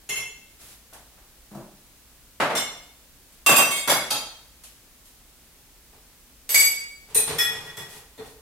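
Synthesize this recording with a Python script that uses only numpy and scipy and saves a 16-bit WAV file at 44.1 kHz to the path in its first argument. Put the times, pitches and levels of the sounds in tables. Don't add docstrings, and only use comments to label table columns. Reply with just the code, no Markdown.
import sys
import numpy as np
from scipy import signal
from scipy.fft import rfft, irfft, next_fast_len
from scipy.io import wavfile
from scipy.ndimage import uniform_filter1d

SR = 44100
rng = np.random.default_rng(int(sys.argv[2]) if len(sys.argv) > 2 else 0)


def transcribe(u):
    v = np.clip(np.atleast_2d(u).T, -1, 1)
    q = np.round(v * 32767).astype(np.int16)
    wavfile.write(sys.argv[1], SR, q)


N = 370881
HZ = np.maximum(np.fft.rfftfreq(SR, 1 / SR), 1)
AGE = np.arange(SR) / SR
ONE_SAMPLE = np.exp(-2j * np.pi * HZ / SR)


def from_db(db):
    return 10 ** (np.asarray(db) / 20)


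def at_hz(points, hz):
    knots, values = np.transpose(points)
    return np.interp(np.log(hz), np.log(knots), values)


# frequency in Hz, side-to-mid level in dB.
SIDE_DB = [(40, -11), (85, -10), (180, -15), (350, -13.5), (750, -11.5), (1400, -5.5), (2800, -1),
           (5600, 0), (10000, -1.5), (14000, -.5)]


def diffuse(hz):
    apart = from_db(at_hz(SIDE_DB, hz))
    mid, side = rng.standard_normal((2, len(hz))) + 1j * rng.standard_normal((2, len(hz)))
    return np.array([mid + apart * side, mid - apart * side]) / np.sqrt(1 + apart ** 2)


# frequency in Hz, relative level in dB per Hz.
HUSH_COLOUR = [(12, -33.5), (20, -5.5), (60, -2), (81, -14.5), (104, -12.5), (193, -17), (248, -14),
               (310, -18), (558, -21.5), (678, -22.5), (849, -23), (949, -23.5), (2750, -23),
               (14700, -23.5), (16000, -26)]


def room_noise(colour):
    size = next_fast_len(N, real=True)
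    hz = np.maximum(np.fft.rfftfreq(size, 1 / SR), 1)
    noise = irfft(diffuse(hz) * from_db(at_hz(colour, hz)), size)[:, :N]
    return noise / noise.std()


def hush(level_db=-53):
    return from_db(level_db) * room_noise(HUSH_COLOUR)


def causal(db):
    cepstrum = irfft(np.log(from_db(db)), SR)
    cepstrum[1:SR // 2] *= 2
    cepstrum[SR // 2 + 1:] = 0
    return np.exp(rfft(cepstrum))


# frequency in Hz, time to fade by 60 dB in seconds.
KITCHEN = [(150, 0.68), (900, 0.65), (4000, 0.66), (13000, 0.38)]


def kitchen(direct_db=-16.0, early_db=2.5, early_s=0.086, build_s=0.00056):
    field, knots = diffuse(HZ), np.log([hz for hz, t60 in KITCHEN])
    echoes = 0
    for share, (hz, t60) in zip(np.eye(len(knots)), KITCHEN):
        band = field * np.interp(np.log(HZ), knots, share)
        echoes = echoes + irfft(band, SR) * from_db(-60 * AGE / t60)
    early_lift = from_db(early_db / (1 + (AGE / early_s) ** 4))
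    echoes = echoes * early_lift * (1 - np.exp(-AGE / build_s))
    echoes /= np.sqrt(np.sum(echoes ** 2) / 2)
    echoes[:, 0] += from_db(direct_db)
    return rfft(echoes)


def at_level(response, db):
    energy = np.vdot(response, response).real / SR
    return response * (from_db(db) * np.sqrt(SR / 20 / energy))


def add(out, s, response):
    start = round(s * SR)
    out[:, start:start + SR] += irfft(response, SR)[:, :N - start]


BOUNCE_GAP_RATIO = 0.72
SETTLE_DB = 10.5


def touches(s, gap_s, rebound_db):
    last_s = s + gap_s * (1 + BOUNCE_GAP_RATIO)
    return [(s, 0), (s + gap_s, rebound_db), (last_s, rebound_db - SETTLE_DB)]


def resonance(hz, t60):
    r = from_db(-60 / (t60 * SR))
    feedback = r * r * ONE_SAMPLE - 2 * r * np.cos(2 * np.pi * hz / SR)
    return (1 - ONE_SAMPLE * ONE_SAMPLE) / (1 + ONE_SAMPLE * feedback)


REFERENCE_HZ = 3000
# frequency in Hz, relative level in dB per Hz.
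CRACK = [(100, -32.5), (500, -2), (1500, -8.5), (3000, 0.5), (5000, -1), (8500, 3), (13000, 2.5),
         (14500, -33), (16000, -20)]
MODES_OF = { "tumbler": [(2110, 2), (2175, -3), (2686, 2.5), (2998, -6.5), (3198, -9), (3386, -8),
            (4156, -13), (5399, -8.5), (5674, -14), (5782, -6), (6180, -25), (6406, -20), (6648, -3.5),
            (7117, -2.5), (7510, -30), (8150, -18), (8640, -11), (9039, -12), (9706, -29), (10078, -24),
            (11030, -7), (11165, -3), (12462, -24), (12925, -9), (13168, -21), (13442, -13)],
            "shelf glass": [(2105, -11.5), (2191, -11), (2756, -17.5), (2902, -12), (3052, -15),
            (3402, -14), (3569, -3), (4156, -7), (4980, -11), (5416, -6), (5690, -3), (6218, -20),
            (6347, -9), (7499, 1.5), (7634, -13), (8985, 0), (9103, -18.5), (9512, -0.5), (9889, -27),
            (10697, -21), (11047, -39), (11160, -23), (12328, -11), (12737, -19), (13205, -5),
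            (13426, -26)], "mug": [(1141, 0.5), (1583, -18), (2191, -23), (2509, -6.5), (2692, 2.5),
            (3203, -10.5), (3440, -19), (3709, -10.5), (4840, -12), (5922, -11.5), (6298, -18.5),
            (6713, -16.5), (7440, -10), (7919, -17), (8080, -15), (8522, -10.5), (8995, -12.5), (9437, -12),
            (10438, -15), (11429, -14.5), (11924, -32), (12145, -34), (12478, -27), (12979, -10.5),
            (13641, -14), (14120, -26)], "neighbour": [(2202, 5.5), (3219, 2.5), (3402, -14), (3510, -5),
            (3714, -5.5), (4371, -8), (4845, -8), (6519, -5), (7418, -3), (8129, -2), (8425, -5),
            (9071, -9), (9367, -15), (9528, -3), (10239, -11), (10460, -10), (11170, -24), (11757, -23),
            (12107, -24), (12182, -15), (12328, -18), (12462, -19), (12758, -25), (12861, -15),
            (13641, -31), (14357, -32)], "heavy glass": [(2196, 3), (2923, -21), (3408, 4.5), (3709, -0.5),
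            (3957, -14), (4161, -7), (4657, -15), (4872, 4.5), (5798, 0.5), (6487, -16), (6589, -8),
            (7127, -10), (7397, 0), (9017, -8), (9189, -5), (9480, 0.5), (9593, -8), (10293, -1),
            (10654, -2), (11186, 1.5), (11967, -6), (12102, -16), (12796, -11), (13173, 3), (13507, -19),
            (13663, -13)], "shelf mug": [(851, -11.5), (1314, -12), (2536, -12), (2702, -10.5),
            (3208, -5.5), (3408, -10), (3731, -5.5), (4064, -10), (4387, -4.5), (4823, -0.5), (5437, -9),
            (5959, -6), (6508, -6.5), (7068, -5), (7946, -9), (9022, -1), (9205, -8), (9469, -5.5),
            (10610, -8), (11165, -8), (11445, -8), (11967, -7), (12495, -9), (13604, -20), (13679, -21),
            (14174, -8)], "rack glass": [(2250, 1.5), (2853, -14.5), (3391, -24), (3682, -18), (4667, -2),
            (5195, -14), (5636, -21), (5986, -14), (6476, -7.5), (7779, 1), (7854, -6), (8048, -4.5),
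            (8366, -11), (9205, -5), (10250, -18), (10799, -27), (11610, -26), (11779, 1), (12204, -14),
            (12925, -32), (13415, -17), (14734, -32)], "rim": [(1890, -48), (2492, -12), (2568, -29),
            (3994, -11), (6250, -19), (6804, -13.5), (8597, -5.5), (9178, 0.5), (9232, 4.5), (9399, -16),
            (12155, -13), (12328, -10), (13259, -24), (14018, -16)], "thin glass": [(1410, -18.5),
            (1690, -15), (1809, -24), (1911, -3), (2256, -25), (2476, -10.5), (3391, -1.5), (4350, -22),
            (5200, -18), (5362, -5), (5981, -23), (6148, -19), (6255, -51), (7440, -23), (7628, -22),
            (7908, -20), (8032, -24), (8193, -21), (9561, -31), (9738, -30), (10713, -14), (11413, -15),
            (11639, -13), (13049, -19), (13555, -18), (13867, -21)], "gripped glass": [(269, -6.5),
            (425, 4), (452, 5), (770, -12), (894, -19), (1050, -23), (1281, -34), (1830, -15), (1895, -13),
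            (2480, -22), (3480, -13), (4258, -12.5)], }
RING = {"tumbler": (0.18, -0.81), "shelf glass": (0.16, 0), "mug": (0.3, -.4), "neighbour": (0.2, -0.33),
        "heavy glass": (0.11, -0.61), "shelf mug": (0.07, -.3), "rack glass": (0.2, -0.34),
        "rim": (0.059, 0.49), "thin glass": (0.15, 0.23), "gripped glass": (0.068, .2)}
# start in seconds, vessel, ring level in dB, brightness in dB per octave,
# contact clack level in dB, rebound delay in seconds, rebound level in dB against the first touch.
CLINKS = [ (0.091, "tumbler", -26.5, 0.2, -38, 0.065, -2.5),
          (2.552, "shelf glass", -25, -5, -34, 0.021, -2.5), (3.463, "mug", -11.5, 1, -20, 0.029, -5.5),
          (3.562, "mug", -13.5, 4.5, -22, 0.03, -25), (3.709, "neighbour", -25, 2, -33, 0.053, -2.5),
          (3.876, "heavy glass", -24, 0.1, -30, 0.022, 4),
          (4.105, "shelf mug", -22, -2.5, -37, 0.026, -12.5),
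          (6.492, "rack glass", -26, 11, -30, 0.013, -2),
          (6.544, "rack glass", -11, -1.1, -21.5, 0.026, -21),
          (6.596, "rack glass", -16.5, 2, -35, 0.030, -3.5),
          (6.782, "rack glass", -40.5, -19, -73, 0.135, -20.5),
          (7.147, "rim", -17.5, 1.5, -33, 0.016, -2.5), (7.199, "rim", -39, -1, -42, 0.012, -13),
          (7.174, "thin glass", -37, 5, -41, 0.093, -4), (7.385, "thin glass", -18.5, 0.8, -29, 0.022, -7),
          (7.660, "thin glass", -42, -7, -53, 0.03, -16),
          (7.770, "thin glass", -37.5, -2, -41.5, 0.036, -10.5),
          (7.152, "gripped glass", -32, 3, -51, 0.124, -4),
          (8.178, "gripped glass", -38.5, 0.5, -55, 0.082, -14), ]


def clinks(damping_slope=0.91, choked_t60_s=0.0084, choked_contrast=0.091, bare_crack_db=-2.0):
    out, crack = np.zeros((2, N)), causal(at_hz(CRACK, HZ))
    for vessel, (ring_s, pan_db) in RING.items():
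        pitches, mode_db = np.transpose(MODES_OF[vessel])
        t60s = ring_s * np.minimum(REFERENCE_HZ / pitches, 1) ** damping_slope
        free = np.array([resonance(hz, t60) for hz, t60 in zip(pitches, t60s)])
        choked = np.array([resonance(hz, choked_t60_s) for hz in pitches])
        power, signs = np.abs(free) ** 2, (-1) ** np.arange(len(pitches))
        pan = np.array([[pan_db / 2], [-pan_db / 2]])
        for s, struck_vessel, ring_db, bright_db, clack_db, gap_s, rebound_db in CLINKS:
            if struck_vessel != vessel:
                continue
            struck_db = mode_db + bright_db * np.log2(pitches / REFERENCE_HZ)
            clack = from_db(choked_contrast * struck_db) @ choked
            for moment, touch_db in touches(s, gap_s, rebound_db):
                room = kitchen()
                mode_size = np.sqrt(power @ np.sum(np.abs(room) ** 2, axis=0))
                ringing = (signs * from_db(struck_db) / mode_size) @ free
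                blow = at_level(ringing * room, ring_db)
                blow = blow + at_level(clack * room, clack_db)
                blow = blow + at_level(crack * kitchen(), clack_db + bare_crack_db)
                add(out, moment, blow * from_db(touch_db + pan))
    return out


def struck(body, contact_hz, softness):
    return causal(at_hz(body, HZ) - softness * 10 * np.log10(1 + (HZ / contact_hz) ** 2))


def thuds(blows, body, softness):
    out = np.zeros((2, N))
    for s, level_db, contact_hz, gap_s, rebound_db in blows:
        thud = struck(body, contact_hz, softness)
        for moment, touch_db in touches(s, gap_s, rebound_db):
            room = kitchen(direct_db=-19.0, early_db=3.5, build_s=0.0011)
            add(out, moment, at_level(thud * room, level_db + touch_db))
    return out


# frequency in Hz, relative level in dB per Hz.
RACK = [(50, -13), (140, 2.5), (260, -11), (370, -5.5), (435, 5.5), (510, -6.5), (900, -1.5), (1300, -6.5),
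        (2500, -5.5), (5000, -7), (12000, -5), (15000, -17)]
# start in seconds, level in dB, contact bandwidth in Hz,
# rebound delay in seconds, rebound level in dB against the first touch.
JOLTS = [ (0.092, -38.5, 3500, 0.083, -4), (5.930, -56, 1200, 0.03, -12), (6.497, -47.5, 7500, 0.06, 10),
         (6.632, -42, 6000, 0.042, -16), (7.152, -36, 4000, 0.012, -9), (7.275, -32.5, 3000, 0.022, -1),
         (7.775, -42, 900, 0.02, -7), (8.195, -43.5, 685, 0.049, -8), ]


def jolts():
    return thuds(JOLTS, RACK, softness=0.91)


# frequency in Hz, relative level in dB per Hz.
CLOTH = [(200, -5), (1000, -9.5), (2500, -6), (6000, -6), (11000, -4), (15500, -13)]
# start in seconds, length before the fade in seconds, level in dB.
SWISHES = [(0.581, 0.15, -48), (7.873, 0.11, -46), (8.227, 0.072, -51.5)]


def swishes(attack_s=0.034, release_s=0.05):
    t, rubbing = np.arange(N) / SR, 0
    for s, length_s, level_db in SWISHES:
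        swell = np.clip((t - s) / attack_s, 0, 1)
        fade = np.exp(-np.maximum(t - s - length_s, 0) / release_s)
        rubbing = rubbing + from_db(level_db) * swell * fade
    return rubbing * room_noise(CLOTH)


# frequency in Hz, relative level in dB per Hz.
SHELF = [(40, -46), (90, -25.5), (135, -6), (185, -8.5), (240, -5), (330, -6), (430, -6), (600, 2),
         (950, -0.5), (1600, 0), (3000, -5.5), (6000, -10.5), (12000, -6), (15000, -27)]
# start in seconds, level in dB, contact bandwidth in Hz,
# rebound delay in seconds, rebound level in dB against the first touch.
KNOCKS = [ (0.926, -50, 1200, 0.02, -3.5), (1.175, -58, 2000, 0.037, -22),
          (2.401, -19.5, 1990, 0.012, -5.5), (2.500, -25.5, 1300, 0.051, -5),
          (3.464, -27, 1700, 0.025, 9.5), (3.583, -21, 1400, 0.04, -18.5), (3.876, -23.5, 2000, 0.022, 2.5),
          (4.108, -34, 1167, 0.031, -4), ]


def knocks():
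    return thuds(KNOCKS, SHELF, softness=1.29)


# start in seconds, level in dB.
TAPS = [(0.933, -47.5), (3.322, -57), (4.637, -45), (5.055, -53.5)]


def taps():
    out, crack = np.zeros((2, N)), causal(at_hz(CRACK, HZ))
    for s, level_db in TAPS:
        add(out, s, at_level(crack * kitchen(), level_db))
    return out


# frequency in Hz, relative level in dB per Hz.
CUPBOARD = [(50, -19), (100, -20), (135, 0), (170, -6), (205, 4.5), (250, -10), (330, -3.5), (480, -13),
            (625, -4), (730, -10), (845, -10), (1250, -16.5), (2200, -27), (15000, -24)]
# start in seconds, level in dB, contact bandwidth in Hz,
# rebound delay in seconds, rebound level in dB against the first touch.
BUMPS = [(1.513, -43.5, 1200, 0.034, 5.5), (1.602, -46.5, 850, 0.048, -14)]


def bumps():
    return thuds(BUMPS, CUPBOARD, softness=0.42)


# time in seconds, relative tick level in dB.
RATTLE = [(7.05, -52.5), (7.13, -43), (7.25, -51), (7.32, -35), (7.38, -45), (7.52, -38.5), (7.62, -47.5),
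          (7.85, -51.5), (7.98, -48)]


def rattle(ticks_per_s=70, trim_db=-0.5, contact_hz=1700, softness=0.62, uneven_db=5.0, count=4):
    knots, level_db = np.transpose(RATTLE)
    out, wire = np.zeros((2, N)), struck(RACK, contact_hz, softness)
    for _ in range(count):
        late, luck = rng.random((2, 100))
        moments = knots[0] + (np.arange(100) + late) * count / ticks_per_s
        sizes = from_db(np.interp(moments, knots, level_db) + uneven_db * (2 * luck - 1))
        ticks, sliding = np.zeros((1, N)), moments < knots[-1]
        ticks[0, (moments[sliding] * SR).astype(int)] = sizes[sliding]
        response = irfft(at_level(wire * kitchen(), trim_db), SR) / np.sqrt(ticks_per_s / 20)
        out += signal.oaconvolve(ticks, response, axes=1)[:, :N]
    return out


def scene():
    return hush() + clinks() + jolts() + swishes() + knocks() + taps() + bumps() + rattle()


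def limiter(x, ceiling_db=-12.5, release_db_per_s=129.0):
    loudness = uniform_filter1d(np.mean(x ** 2, axis=0), size=220)
    level_db = 10 * np.log10(np.abs(loudness) + 1e-12)
    ramp = release_db_per_s * np.arange(N) / SR
    duck_db = np.maximum.accumulate(np.maximum(level_db - ceiling_db, 0) + ramp) - ramp
    return x * from_db(-uniform_filter1d(duck_db, size=90))


def record(dry, cutoff_hz=15900):
    lowpass = signal.ellip(12, .1, 90, cutoff_hz, fs=SR, output="sos")
    return signal.sosfilt(lowpass, limiter(dry))


dry = scene()
out = record(dry)
transcribe(out)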